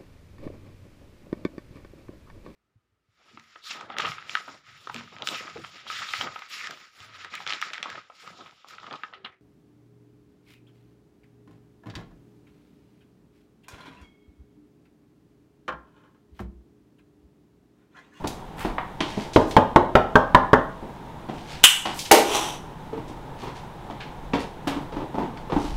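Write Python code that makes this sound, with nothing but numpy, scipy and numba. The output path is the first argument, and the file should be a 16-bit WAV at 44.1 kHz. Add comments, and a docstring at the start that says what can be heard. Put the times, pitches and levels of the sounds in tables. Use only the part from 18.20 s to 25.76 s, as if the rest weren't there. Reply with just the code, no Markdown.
"""On a porch, over a far outdoor hush and a breeze rumbling on the microphone, a man steps up to a wooden door.
He knocks seven times: each blow shoves the door, rings the struck spot and spreads into the leaf.
He walks off, heel and toe on the boards; out of sight a hard thing cracks sharply, in a few quick contacts.
Something drops on the deck and slides to rest as filtered noise, then his steps come back.
The porch adds a short tail; the loudest blows overload the recorder and make its gain control duck the hush."""
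import sys
import numpy as np
from scipy import signal
from scipy.fft import rfft, irfft
from scipy.io import wavfile
from numba import njit

SR = 44100
rng = np.random.default_rng(int(sys.argv[2]) if len(sys.argv) > 2 else 0)


def transcribe(signal):
    """Save signal, clipped to [-1, 1], as a 16-bit WAV file at the path in sys.argv[1]."""
    frames = np.atleast_2d(signal).T
    limited = np.clip(frames, -1, 1)
    pcm = np.round(limited * 32767).astype(np.int16)
    wavfile.write(sys.argv[1], SR, pcm)


N = 333396
CLOCK = np.arange(N) / SR  # time in the whole scene, s
RING_T = np.arange(2 ** 15) / SR  # time since the onset of a single sound, s
TOP_HZ = 15700  # upper edge of the recorded band


def amp(db):
    """Decibels to gain."""
    return 10 ** (np.asarray(db) / 20)


def unit(x):
    """Scale to rms 1."""
    return x / np.sqrt(np.mean(x ** 2))


def fade(t60):
    """Free decay, 60 dB down after t60 seconds."""
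    return np.exp(-np.log(1000) * RING_T / t60)


def rise(seconds):
    """Contact builds up exponentially with this time constant."""
    return 1 - np.exp(-RING_T / seconds)


def hump(t, centre_s, width_s):
    """A smooth bell-shaped swell in time, top 1."""
    return np.exp(-.5 * ((t - centre_s) / width_s) ** 2)


def bell(hz, centre_hz, octaves):
    """A bump on the log-frequency axis, top 1."""
    return np.exp(-.5 * (np.log2((hz + 1) / centre_hz) / octaves) ** 2)


def add(track, s, sound):
    """Mix a sound into the track at time s."""
    i = max(int(s * SR), 0)
    track[i:i + len(sound)] += sound[:max(N - i, 0)]


def along(hz, rows):
    """Interpolate the columns of a table over log frequency."""
    knots, *columns = np.transpose(rows)
    return [np.interp(np.log(hz + 1), np.log(knots), column) for column in columns]


def noise(shape, size):
    """Random-phase noise of rms 1 whose spectrum follows shape(Hz)."""
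    hz = np.fft.rfftfreq(size, 1 / SR)
    phases = np.exp(2j * np.pi * rng.random(len(hz)))
    return unit(irfft(shape(hz) * phases, size))


def hiss(centre_hz, octaves):
    """A stretch of noise in one broad resonance."""
    return noise(lambda hz: bell(hz, centre_hz, octaves), size=len(RING_T))


def catches():
    """Quick uneven grip of a rubbing contact, rms 1."""
    return hiss(80, 1.0)


def burst(rows, colour=lambda hz: 0):
    """Countless overlapping modes: coloured noise in which each octave dies at its own rate."""
    def shape(hz):
        return amp(along(hz, rows)[0] + colour(hz)) * (hz < TOP_HZ)

    spectrum = rfft(noise(shape, size=len(RING_T)))
    octave = np.log2(np.clip(np.fft.rfftfreq(len(RING_T), 1 / SR), 64, 16384))
    out = 0
    for centre in np.arange(6, 15):
        # triangular octave bands that overlap and sum to one
        band = irfft(spectrum * np.maximum(1 - abs(octave - centre), 0))
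        out = out + band * fade(along(2. ** centre, rows)[1])
    return out


def tone(hz, t60):
    """One struck mode: a decaying sine."""
    return np.sin(2 * np.pi * hz * RING_T) * fade(t60)


def ring(modes, scatter_db=2.5):
    """Modes whose strength and sign vary at random, as they depend on where the blow lands."""
    out = 0
    for hz, db, t60 in modes:
        sign = rng.choice([-1, 1])
        out = out + sign * amp(db + scatter_db * rng.standard_normal()) * tone(hz, t60)
    return out


# far outdoor hush at the microphone: (f/Hz, relative level/dB per Hz)
HUSH = [(20, -8.5), (50, -10.5), (96, -14.5), (140, -5.5), (221, -13), (420, -16.5), (650, -19.5),
        (900, -12), (1020, -18), (1150, -23.5), (1620, -28), (2560, -35), (3700, -35), (4400, -43),
        (15500, -54.5)]
# puffs of breeze on the microphone: (t/s, level/dB at the peak)
GUSTS = [(.05, -52), (.52, -38), (6.07, -39), (6.8, -43.5), (7.351, -35), (7.55, -26)]


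def outdoors(hush_db=-39, waver_db=-0.37, breeze_db=-53, gust_width_s=0.054):
    """A nearly steady far hush, and a light breeze rumbling on the microphone."""
    waver = noise(lambda hz: bell(hz, 5.8, 0.98), size=N)
    hush = noise(lambda hz: amp(along(hz, HUSH)[0]), size=N) * amp(hush_db + waver_db * waver)
    wind = amp(breeze_db) + sum(amp(db) * hump(CLOCK, s, gust_width_s) for s, db in GUSTS)
    rumble = noise(lambda hz: bell(hz, 32, 0.6), size=N)
    return hush + wind * rumble


# porch reverberation: (f/Hz, relative level/dB, t60/s)
PORCH = [(40, -2.5, 0.37), (300, 2, 0.56), (1000, 5, 0.43), (3100, 4, 0.36), (8200, 4, 0.37),
         (15000, 6.5, 0.25)]


def porch(sound, wet_db=-5, delay_s=0.0059):
    """Wall, roof and deck throw back a dense, short tail, different for every spot that sounds."""
    # the tail sets in at half the delay and is full at one and a half
    tail = burst(PORCH) * np.clip(RING_T / delay_s - .5, 0, 1)
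    reflected = signal.fftconvolve(sound, tail / np.linalg.norm(tail))[:len(sound)]
    return sound + amp(wet_db) * reflected


def rub(rise_s, t60, rough_db=2.5):
    """Strength of a brushing contact: it swells, catches unevenly and dies away."""
    swell = np.minimum(RING_T / rise_s, 1)
    decay = np.exp(-np.log(1000) * np.maximum(RING_T - rise_s, 0) / t60)
    return swell * decay * amp(rough_db * catches())


# small hard contacts and grit: (t/s, level/dB, centre f/Hz, t60/s)
CLICKS = [(.073, -29.5, 4130, 0.062), (0.078, -33, 10000, .02), (.582, -17, 950, 0.043),
          (.805, -23, 2310, 0.054), (1.133, -37.5, 3600, 0.45), (1.310, -30.5, 3120, 0.074),
          (3.791, -25, 3920, 0.13), (3.853, -29.5, 3240, 0.11), (3.911, -3.5, 1550, 0.018),
          (3.9146, -1, 8000, 0.019), (3.9210, -3.5, 5030, 0.028), (3.947, -30.5, 4450, .33),
          (5.804, -36, 1900, .2), (6.134, -25, 1720, 0.07), (6.474, -40.5, 6500, .13),
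          (7.172, -38.5, 1970, 0.057), (7.321, -29, 1500, 0.026)]
# soles and clothes brushing: (t/s, level/dB, centre f/Hz, t60/s after the swell)
RUSTLES = [(0.366, -36, 1200, .32), (0.364, -48.5, 7000, 0.29), (0.812, -43, 2150, 0.64),
           (0.953, -43.5, 2500, 0.39), (1.26, -49, 5500, .28), (3.10, -52, 2500, 0.61),
           (3.249, -42, 2270, 0.47), (3.72, -38, 5430, 0.45), (4.87, -51, 3010, 0.14),
           (5.169, -47, 2210, 0.31), (5.341, -47, 2210, 0.19), (6.186, -40.5, 2600, 0.14),
           (7.326, -45.5, 2820, 0.75)]


def handling(contact_s=0.00022, click_octaves=0.8, rustle_octaves=1, swell_share=.15):
    """Small clicks, and the brushing of soles and clothes, each a band of noise."""
    out = np.zeros(N)
    for s, db, hz, t60 in CLICKS:
        add(out, s, amp(db) * hiss(hz, click_octaves) * rise(contact_s) * fade(t60))
    for s, db, hz, t60 in RUSTLES:
        # the swell lasts a share of the dying away
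        add(out, s, amp(db) * hiss(hz, rustle_octaves) * rub(swell_share * t60, t60))
    return out


# resonances of the sliding thing: (f/Hz, width/octaves, level/dB)
SLIDE = [(348, 0.42, -5.5), (850, 0.38, -0.5), (1760, 0.83, -5), (3110, 0.26, -2), (5900, 0.081, -7.5),
         (6600, 0.62, -5.5)]


def slide(start_s=4.05, length_s=0.34, slide_db=-28, rough_db=2.1):
    """The dropped thing scrapes over the boards, quieter as it slows evenly, and comes to rest."""
    out = np.zeros(N)
    scrape = sum(amp(db) * hiss(hz, octaves) for hz, octaves, db in SLIDE)
    speed = np.maximum(1 - RING_T / length_s, 0)
    # it bites harder once on the way
    bite_db = 7 * hump(start_s + RING_T, centre_s=4.157, width_s=0.018)
    grip_db = bite_db + rough_db * catches()
    sound = amp(slide_db + grip_db) * speed * rise(0.045) * scrape
    add(out, start_s, porch(sound, wet_db=-6))
    return out


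def impacts(contacts, body, modes, modes_db, wet_db, build_s=0.00091, bass_hz=170):
    """Quick successive contacts ring the same modes; the hard object is too small to give off bass."""
    out = np.zeros(N)
    for s, db in contacts:
        blow = porch(rise(0.00078) * burst(body), wet_db)
        ringing = amp(modes_db) * rise(build_s) * ring(modes)
        add(out, s, amp(db) * (blow + ringing))
    return signal.sosfilt(signal.butter(2, bass_hz, "high", fs=SR, output="sos"), out)


# contacts of the thing that drops: (t/s, level/dB)
DROPS = [(3.9115, -0.5), (3.9410, -10.5)]
# its dense, short-lived vibration: (f/Hz, relative level/dB per Hz, t60/s)
DROP_BODY = [(40, -31, .1), (171, -15, 0.25), (370, 3, 0.092), (807, -1.5, 0.15), (1382, -8.5, 0.055),
             (2280, -7, 0.051), (4500, -26, 0.41), (15100, -38, .1)]
# its single modes: (f/Hz, relative level/dB, t60/s)
DROP_MODES = [(414, -1, 0.52), (434, -8, 0.51), (630, -2, 0.22), (735, -6, 0.29), (806, -1, 0.53),
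              (810, 9.5, 0.078), (910, 0, 0.36), (3420, -23, 0.34), (3470, -15.5, .3)]


def drop():
    """Something lands on the deck in two contacts, each a body burst and ringing modes."""
    return impacts(DROPS, DROP_BODY, DROP_MODES, modes_db=-14, wet_db=-4.0)


# contacts of the hard thing that cracks out of sight: (t/s, level/dB)
CRACKS = [(3.4337, -20), (3.4390, 15), (3.4460, 8), (3.4520, 7)]
# its dense, short-lived vibration: (f/Hz, relative level/dB per Hz, t60/s)
CRACK_BODY = [(40, -29.5, .02), (300, -34, 0.032), (893, -13, .04), (2020, -10.5, 0.082),
              (3140, 5.5, 0.025), (4500, -9, 0.022), (8000, -6, 0.041), (15200, -20.5, 0.041)]
# its single modes: (f/Hz, relative level/dB, t60/s)
CRACK_MODES = [(2785, -9.5, .34), (2927, -3.5, .38), (2915, -6, 0.5), (2984, 13, 0.044), (3400, -14, .18),
               (4000, -22.5, .25), (7547, -23, .08)]


def crack():
    """A hard thing cracks in four contacts, each a bright body burst and ringing modes."""
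    return impacts(CRACKS, CRACK_BODY, CRACK_MODES, modes_db=-17.5, wet_db=-9.0)


# dense vibration of the deck: (f/Hz, relative level/dB per Hz, t60/s)
DECK_WOOD = [(29.24, -16, .2), (120, -4.5, 0.14), (288, 0.5, 0.2), (537, -5, 0.14), (950, 2.5, 0.065),
             (1600, -14, 0.23), (3482, -16.5, 0.13), (6850, -32.5, 0.25), (15200, -54, .1)]


def tread(grit_db, board_hz, board_db, board_t60=0.14, grit_hz=1200, rattle_db=2):
    """A shoe thumps the deck, sounds the board under it and crushes a little grit; loose boards chatter."""
    # grit tilts the treble above grit_hz, up or down
    wood = burst(DECK_WOOD, lambda hz: grit_db * hz ** 2 / (hz ** 2 + grit_hz ** 2))
    thump = wood * amp(rattle_db * catches())
    return porch(thump, wet_db=-6) + amp(board_db) * tone(board_hz, board_t60)


# footfalls: (t/s, level/dB, grit level/dB, softness 0-1, board note f/Hz, its relative level/dB)
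STEPS = [(.039, -22, -15.5, 0.1, 375, -24), (.449, -21, -10, 0, 316, 1), (.805, -20.5, 2, 0, 169, -6.5),
         (.971, -24.5, -20, 0.37, 208, 3.5), (2.625, -32, -27, 0.1, 274, -13),
         (3.087, -25, -11.5, 0.14, 437, -20), (3.652, -18, 10, 0.35, 327, -6.5),
         (4.725, -28, -15, 0.73, 447, 6.5), (4.895, -33, -30, 0.23, 309, -1),
         (5.225, -29, -4.5, 0.82, 381, -4), (5.700, -30, -8.5, 0, 352, -19),
         (6.135, -17, -7.5, 0.22, 278, 2), (6.471, -19, 2.5, 0.15, 279, 3),
         (6.561, -26.5, -11, 0.27, 295, 6), (6.721, -29.5, -6, .3, 522, -5.5),
         (6.760, -23, -16, 0.68, 279.4, -1.5), (6.940, -23.5, -18, .5, 194, -14),
         (6.977, -21.5, -15.5, 0.75, 362, -1), (7.299, -27.5, -7.5, 0, 503, 1.5),
         (7.321, -19, -16, 0.1, 163, -2), (7.362, -21.5, -14, 0.08, 294, 7),
         (7.443, -33.5, -6, 0.2, 296, 13)]


def steps(heel_rise_s=0.00033, roll_rise_s=.009, toe_lag_s=.042, toe_rise_s=0.0076):
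    """Every footfall lands on the heel and rolls onto the toe, on the same board."""
    out = np.zeros(N)
    for s, db, grit_db, softness, board_hz, board_db in STEPS:
        # a soft step builds up slowly and leaves more weight for the toe
        soft = np.clip(softness, 0, 1)
        toe_db = -12 + 14.5 * soft
        heel = rise(heel_rise_s + soft * roll_rise_s) * tread(grit_db, board_hz, board_db)
        toe = rise(toe_rise_s) * tread(grit_db, board_hz, board_db)
        add(out, s, amp(db) * heel)
        add(out, s + toe_lag_s, amp(db + toe_db) * toe)
    return out


# knuckle blows: (t/s, level/dB, struck-spot f/Hz, its relative level/dB,
#                 panel range favoured or missed f/Hz, its boost or cut/dB, knuckle crack f/Hz)
KNOCKS = [(1.161, 2, 400, -1, 272, 19.5, 3200), (1.3663, 2, 891, 4, 195, 10.5, 2780),
          (1.56, 3, 890, 2.5, 335, 18, 1650), (1.753, 3.5, 1346, -2.5, 640, 4, 2080),
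          (1.9552, 4.5, 1082, -0.5, 760, 1, 1500), (2.1471, 3, 983, 6.5, 740, -8, 1620),
          (2.3319, 2.5, 1100, 1.5, 190, 7, 1700)]
# door leaf and panels: (f/Hz, relative level/dB, t60/s)
DOOR_MODES = [(34.2, -6, 0.89), (62, -26, .4), (95, 3, 0.31), (130.8, -9, 0.24), (177.5, -1, 0.36),
              (253, 6.5, 0.26), (335, -7, 0.32), (382, -32.5, .4), (426, 15, 0.11), (542, 7, 0.18),
              (620, 10.5, 0.21), (653, -3.5, 0.65), (782, 2, 0.47), (834, 4, 0.32), (919, 11.5, 0.2),
              (960, -29, 0.55), (1042, -4.5, 0.45), (1067, 1.5, 0.31), (1220, -4.5, 0.47), (1285, -35, .3),
              (1753, -30, .23)]
# dense, short-lived vibration of the door: (f/Hz, relative level/dB per Hz, t60/s)
DOOR_WOOD = [(30, -16, 0.097), (119.3, 2.5, 0.091), (282, -12, 0.11), (550, -0.5, 0.22), (964, 0, 0.076),
             (1764, -10, 0.067), (2480, -17.5, 0.027), (3520, -13, 0.017), (8100, -45, 0.098),
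             (15000, -46, .04)]


def knocks(push_db=1, push_s=0.0014, spot_db=2, spot_t60=0.027, wood_db=-5, modes_db=-27.0):
    """Each blow shoves the door, rings the struck spot hard and spreads into the whole leaf."""
    out = np.zeros(N)
    push = amp(push_db) * np.sin(np.pi * np.minimum(RING_T / push_s, 1))
    for s, db, spot_hz, ring_db, panel_hz, panel_db, knuckle_hz in KNOCKS:
        # the fist lands more bonily as the run goes on: 8.5 dB per second
        knuckle_db = 3 + 8.5 * (s - KNOCKS[0][0])

        def colour(hz):
            """Where and how bonily the fist lands colours the wood."""
            return panel_db * bell(hz, panel_hz, 0.25) + knuckle_db * bell(hz, knuckle_hz, .42)

        wood = amp(wood_db) * burst(DOOR_WOOD, colour)
        spot = amp(spot_db + ring_db) * tone(spot_hz, spot_t60)
        blow = push + rise(0.00092) * (spot + wood)
        leaf = amp(modes_db) * rise(0.0018) * ring(DOOR_MODES)
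        add(out, s, amp(db) * (porch(blow, wet_db=-10.0) + leaf))
    return out


def scene():
    """Everything on the porch, over the outdoor hush."""
    background = outdoors() + porch(handling())
    out_of_sight = slide() + drop() + crack()
    return (background + out_of_sight + steps() + knocks())[None]


@njit
def follow(excess, attack, release):
    """Rises quickly toward any excess and lets go slowly."""
    out, held = np.empty(len(excess)), 0.
    for i in range(len(excess)):
        held += (excess[i] - held) * (attack if excess[i] > held else release)
        out[i] = held
    return out


def record(dry, limit_db=2, attack_s=0.00085, release_s=0.23):
    """Gain control ducks after the loudest blows, too late to keep their fronts from clipping."""
    excess_db = np.maximum(20 * np.log10(abs(dry[0]) + 1e-9) - limit_db, 0)
    duck_db = follow(excess_db, 1 / (attack_s * SR), 1 / (release_s * SR))
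    clipped = np.clip(dry * amp(-duck_db), -1, 1)
    # steep cut above the recorded band
    return signal.sosfilt(signal.ellip(10, .1, 80, TOP_HZ, fs=SR, output="sos"), clipped)


dry = scene()
out = record(dry)
transcribe(out)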